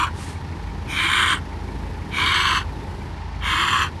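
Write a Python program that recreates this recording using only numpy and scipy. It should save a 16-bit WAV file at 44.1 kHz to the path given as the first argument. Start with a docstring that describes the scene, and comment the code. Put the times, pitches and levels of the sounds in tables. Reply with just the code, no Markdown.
"""A bear cub bawls hoarsely four times on a dirt road; the first call is already ending.
Source and filter make the voice: a rasping, rattling pulse train excites throat resonances that
slide as the mouth moves, and each call ends in a short closing note as the mouth shuts.
An engine idles close by under light wind, sounding lines tied to its firing rate and a faint clatter.
A brief soft hiss, like a scuff on sand, follows the first call."""
import sys
import numpy as np
from scipy import signal
from scipy.fft import rfft, irfft, next_fast_len
from scipy.io import wavfile
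from scipy.ndimage import uniform_filter1d, map_coordinates

SR = 44100
rng = np.random.default_rng(int(sys.argv[2]) if len(sys.argv) > 2 else 0)


def unload_wav(signal):
    """Save mono or channel-first audio to the path in sys.argv[1] as 16-bit WAV at rate SR, clipped to [-1, 1]."""
    wavfile.write(
        sys.argv[1],
        SR,
        np.round(np.clip(np.atleast_2d(signal).T, -1, 1) * 32767).astype(np.int16),
    )


N = 176400
T = np.arange(N) / SR
FIRING_HZ = 26.74

# The calls. Each row: start and end of the push in seconds, level in dB, attack in seconds,
# moment of a brief sag in seconds (unheard if outside the call), top pitch in Hz.
CALLS = [(-.42, 0.043, -16.5, .06, -.2, 350), (0.847, 1.334, -16, 0.11, 0.5, 357.6),
         (2.096, 2.578, -17, 0.06, 0, 362.4), (3.396, 3.838, -17.5, 0.054, 3.665, 355)]

def cub(release_s=.019, closing_s=.057, notch_hz=7580):
    """Source-filter voicing: breath drives the larynx, the throat shapes it, a closing note ends it."""
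    out = np.zeros(N)
    for call, (start, end, db, attack_s, sag_at, top_hz) in enumerate(CALLS):
        age, after = np.maximum(T - start, 0), np.maximum(T - end, 0)
        shut = end + closing_s
        pitch = pitch_arch(age / (shut - start), top_hz)
        source = larynx(pitch)
        voice = ground_scatter(throat(source, call, start, shut))
        bawl = breath_push(age, attack_s, sag_at) * (voice + fundamental(pitch)) + mouth_hiss(age)
        release = np.exp(-after / release_s)
        cutoff = np.exp(-(after / closing_s) ** 6)
        out += amp(db) * cutoff * (release * bawl + (1 - release) * closing_note(source, voice))
    # A narrow, steady gap in the cub's treble.
    return filtered(out, lambda f: amp(-12 * bell(f - notch_hz, 95)))

def breath_push(age, attack_s, sag_at, sag_db=-2, slacken_db_per_s=5):
    """Driving pressure sets loudness: the push builds, slackens steadily and may sag briefly."""
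    swell = (1 - np.exp(-age / attack_s)) ** 2.12
    return swell * amp(sag_db * bell(T - sag_at, .016) - slacken_db_per_s * age)

# The pitch contour. Each row: share of the call's length, share of the top pitch.
PITCH_ARCH = [(0, .74), (.25, .85), (.5, 1), (.74, 1.0), (1.001, .76)]

def pitch_arch(progress, top_hz):
    """Frequency modulation: the pitch rises and falls through a call, with a slight random waver."""
    return top_hz * np.interp(progress, *np.transpose(PITCH_ARCH)) * (1 + .028 * wobble(70))

def larynx(pitch, jitter=.13, shimmer_db=2, noise_share=.88, rattle_hz=87.83):
    """Aperiodic phonation: uneven pulses and pulsed turbulence, modulated by flapping throat tissue."""
    cycles = np.cumsum(pitch * (1 + jitter * wobble(300))) / SR
    pulses = np.diff(np.floor(cycles), prepend=0) * amp(shimmer_db * rng.standard_normal(N))
    turbulence = rng.standard_normal(N) * np.exp(-1.3 * (cycles % 1))
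    source = np.sqrt(1 - noise_share) * unit(pulses) + np.sqrt(noise_share) * unit(turbulence)
    flaps = np.cumsum(rattle_hz * np.exp(.5 * wobble(rattle_hz))) / SR
    return source * beats(flaps, fall_db=4.5, spread_db=.96)

def fundamental(pitch, level_db=-23.5, spread_db=3.5):
    """The first harmonic: a faint sinusoid of uneven strength at the voice's pitch."""
    tone = np.sin(2 * np.pi * np.cumsum(pitch) / SR)
    return amp(level_db) * unit(tone * amp(spread_db * wobble(40)))

# Throat resonances in mid-call. Each row is one call, in pairs: frequency in Hz, relative level in dB.
FORMANTS = [
    [(1040, 13), (1330, 2), (1620, -6), (2440, 3), (2950, -8), (3230, -3.5), (4300, -11), (4400, -36),
     (6000, -26.5), (7270, -18), (8750, -26.5), (10000, -41)],
    [(1060, 4), (1320, -8), (1590, 0.5), (2230, 2.5), (2830, -9.5), (3140, .5), (3620, -6), (4500, -17),
     (5950, -29), (7230, -18), (8400, -20.5), (9600, -27.5)],
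    [(1060, 4), (1290, -4), (1620, -2.5), (2190, -1.5), (2770, -8), (3110, -1), (3680, -6.5), (4400, -11.5),
     (6150, -21.5), (7250, -26), (7980, -24), (10300, -46)],
    [(1075, 7.5), (1240, 0.5), (1680, -1.5), (2100, -3), (2690, -3.5), (3140, 0), (3500, -9), (4350, -13.5),
     (6000, -23.5), (7170, -18), (8400, -27.5), (10200, -55)],
]
# Those resonances, low to high. Each row: half width in Hz, slide over a call in Hz,
# change of gain over a call in dB.
FORMANT_MOTION = [(102, 60, 4), (147, -21, 6), (254, 27, 4.5), (178, -220, -13.5), (198, -98, 7),
                  (160, -30, -2.5), (273, -380, -7.5), (255, -120, 4), (262, -120, 17), (204, -100, -5.5),
                  (377, -350, 10), (1330, 0, -14)]
# Antiresonances in mid-call. Each row is one call: lower frequency in Hz, upper frequency in Hz.
ANTIRESONANCES = [(2060, 3300), (2600, 4570), (2530, 3800), (2290, 3770)]

def throat(source, call, start, shut, valley_db=-33, low_edge_hz=1037, opening_s=.14, dip_slide_hz=-380):
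    """Formant filtering: resonances and antiresonances slide as the mouth moves, at steady power."""
    f, t, spectra = signal.stft(source, SR, nperseg=1024, noverlap=768)
    f = f[:, None]
    progress = np.clip((t - start) / (shut - start), 0, 1)
    travel = progress ** .82 - .5 ** .82  # fastest early, zero in mid-call
    power = amp(valley_db) ** 2
    for (hz, db), (width, slide, change_db) in zip(FORMANTS[call], FORMANT_MOTION):
        formant = amp(db + change_db * travel) / (1 + ((f - hz - slide * travel) / width) ** 2)
        power = power + formant ** 2
    gain = np.sqrt(power * above(f, low_edge_hz, 14))
    gain *= amp(2.5 * ripple(spectra.shape) * above(f, 4800, 6))  # narrow, drifting high resonances
    closed = bell(np.maximum(t - start, 0), opening_s)
    gain *= amp(-9.5 * closed * above(f, 4100, 12))  # muffled until the mouth opens
    for hz in ANTIRESONANCES[call]:
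        gain *= amp(-8 * bell(f - hz - dip_slide_hz * travel, 90))
    response = minimum_phase(gain / np.linalg.norm(gain, axis=0))
    _, voice = signal.istft(spectra * response, SR, nperseg=1024, noverlap=768)
    return unit(voice[:N])

def closing_note(source, voice, level_db=-14.5):
    """A single resonance dominates as the mouth shuts, over a little of the full voice."""
    return amp(level_db) * (resonance(source, hz=1430, width_hz=160) + amp(-7) * voice)

# The spectrum of the breath. Each row: frequency in Hz, relative level in dB.
BREATH_SPECTRUM = [(3000, -28), (5500, -0.5), (7000, -1.5), (7600, -20), (8700, 0), (10500, -11),
                   (12000, -6)]

def mouth_hiss(age, level_db=-18.5, lag_s=.018, attack_s=.041, decay_s=.18):
    """Turbulence: air through the opening mouth hisses early in a call, then dies away."""
    blown = np.maximum(age - lag_s, 0)
    envelope = (1 - bell(blown, attack_s)) * np.exp(-blown / decay_s)
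    return amp(level_db) * envelope * noise(BREATH_SPECTRUM)

def ground_scatter(x, level_db=-11.5, t60_s=.15):
    """Diffuse reflection: the rough road adds a short tail to the direct sound."""
    t = T[:SR // 8]
    tail = rng.standard_normal(len(t)) * amp(-60 * t / t60_s)
    reflections = signal.fftconvolve(x, tail / np.linalg.norm(tail))[:N]
    return unit(x + amp(level_db) * reflections)

# Engine lines. Each row: multiple of the firing rate, level in dB.
ENGINE_LINES = [(3, -35), (3.5, -41), (4, -50), (5, -49), (6, -46.5), (7.5, -47), (10.25, -51.5), (30, -55)]
# The boom at twice the firing rate. Each row: time in seconds, level in dB.
BOOM_LEVELS = [(0.0, -36), (0.42, -51), (0.49, -55), (0.63, -30.5), (1.06, -41), (1.85, -31.5), (2.23, -43),
               (2.66, -32), (3.02, -40), (3.46, -29), (3.81, -55), (4.0, -41)]
# The low rumble of engine and wind. Each row: frequency in Hz, relative level in dB.
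RUMBLE_SPECTRUM = [(18, -36), (27, -19), (42, -6), (54, -16.5), (65, -7), (88, -3), (120, -8), (243, -14.5),
                   (390, -15), (700, -29.5), (1000, -51)]
# The airy noise above it. Each row: frequency in Hz, relative level in dB.
AIR_SPECTRUM = [(350, -48), (600, -10.5), (680, -10.5), (896, 1.5), (1100, -8.5), (2240, -18),
                (2770, -19.5), (4400, -21), (5590, -25.5), (12000, -49.5)]

def engine_idle(rumble_db=-35.5, air_db=-41, throb_depth=.12):
    """Periodic firing gives a line spectrum and modulates the amplitude of the rumble and airy noise."""
    firings = np.cumsum(FIRING_HZ * (1 + .00516 * wobble(4))) / SR

    def line(multiple):
        return unit(np.sin(2 * np.pi * (multiple * firings + rng.random())))

    lines = sum(amp(db + .54 * wobble(3.5)) * line(multiple) for multiple, db in ENGINE_LINES)
    boom = amp(np.interp(T, *np.transpose(BOOM_LEVELS))) * line(2)
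    throb = 1 + throb_depth * np.cos(2 * np.pi * firings)
    rumble = amp(rumble_db + 2.7 * wobble(5.5)) * noise(RUMBLE_SPECTRUM)
    air = amp(air_db + .12 * wobble(9.44)) * noise(AIR_SPECTRUM)
    return lines + boom + throb * (rumble + air)

# The spectrum of the engine's chatter. Each row: frequency in Hz, relative level in dB.
CHATTER_SPECTRUM = [(900, -33), (1400, -8), (1780, 6.5), (2300, -2), (2750, -4), (7000, -34)]

def engine_clatter(chatter_db=-50, tick_db=-47, tick_at_s=.365, period_s=.1658):
    """Gated noise: a decaying burst at the firing rate, and a narrow-band tick about six times a second."""
    from_tick_s = (((T - tick_at_s) / period_s + .5) % 1 - .5) * period_s
    ring = resonance(rng.standard_normal(N), hz=2250, width_hz=170)
    ticks = amp(tick_db) * bell(from_tick_s, .0099) * ring
    bursts = beats(T * FIRING_HZ, fall_db=9, spread_db=.6)
    return ticks + amp(chatter_db) * bursts * noise(CHATTER_SPECTRUM)

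# The envelope of the scuff. Each row: time in seconds, level in dB.
SCUFF_LEVELS = [(.12, -63), (.19, -40.5), (.31, -42), (.42, -64)]
# Its spectrum. Each row: frequency in Hz, relative level in dB.
SAND_SPECTRUM = [(500, -44), (1100, 9), (1450, 2), (2300, 2.5), (7600, -3.5), (8800, 0), (12000, -12)]

def scuff():
    """Friction noise: sand gives a short, soft, slightly grainy hiss."""
    level_db = np.interp(T, *np.transpose(SCUFF_LEVELS), left=-120, right=-120)
    return amp(level_db + .93 * wobble(118)) * noise(SAND_SPECTRUM)

def amp(db):
    """Decibels to amplitude ratio."""
    return 10 ** (np.asarray(db) / 20)

def unit(x):
    """Normalisation to rms 1."""
    return x / np.sqrt(np.mean(x ** 2) + 1e-20)

def bell(offset, width):
    """A Gaussian curve that falls to 1/e at one width from its peak."""
    return np.exp(-(offset / width) ** 2)

def above(f, edge_hz, steepness):
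    """A high-pass weighting that rises from 0 to 1 around the edge."""
    return 1 / (1 + (edge_hz / (f + 1)) ** steepness)

def wobble(rate):
    """Smooth random modulation with rate knots a second."""
    return map_coordinates(rng.standard_normal(int(N * rate / SR) + 4), [T * rate])

def beats(cycles, fall_db, spread_db):
    """Repeated exponential decay: an envelope of rms 1 that jumps to a random height once a cycle."""
    size_db = spread_db * rng.standard_normal(N)[cycles.astype(int)]
    return unit(amp(size_db - fall_db * (cycles % 1)))

def ripple(shape):
    """A random field of rms 1, correlated over a few hundred Hz and a few tenths of a second."""
    field = rng.standard_normal(shape)
    for _ in range(2):
        field = uniform_filter1d(uniform_filter1d(field, size=6, axis=0), size=40, axis=1)
    return unit(field)

def filtered(x, response):
    """Linear filtering: the spectrum of x times a frequency response."""
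    size = next_fast_len(N + 8192)
    return irfft(rfft(x, size) * response(np.fft.rfftfreq(size, 1 / SR)), size)[:N]

def noise(spectrum):
    """Spectral shaping: noise of rms 1 that follows (Hz, dB) points."""
    hz, db = np.transpose(spectrum)
    white = rng.standard_normal(N)
    return unit(filtered(white, lambda f: amp(np.interp(np.log(f + 1), np.log(hz + 1), db))))

def resonance(x, hz, width_hz):
    """Band-pass filtering by one Lorentzian peak of the given half width, at rms 1."""
    return unit(filtered(x, lambda f: 1 / (1 + ((f - hz) / width_hz) ** 2)))

def minimum_phase(gain):
    """Causality: each column of gains gets the phase of a resonator that rings after it is struck."""
    cepstrum = irfft(np.log(gain + 1e-9), axis=0)
    half = len(cepstrum) // 2
    fold = np.r_[1, np.full(half - 1, 2), 1, np.zeros(half - 1)]
    return np.exp(rfft(cepstrum * fold[:, None], axis=0))

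def scene():
    """Superposition: cub, engine and scuff add in the open air, in one channel."""
    return (cub() + engine_idle() + engine_clatter() + scuff())[None]

def record(dry, ceiling=.58, top_hz=12350):
    """Soft saturation rounds the highest peaks, and a steep low-pass limits the band."""
    rounded = dry[0] / (1 + (dry[0] / ceiling) ** 4) ** .25
    return filtered(rounded, lambda f: np.clip((top_hz - f) / 600, 0, 1))[None]

dry = scene()
out = record(dry)
unload_wav(out)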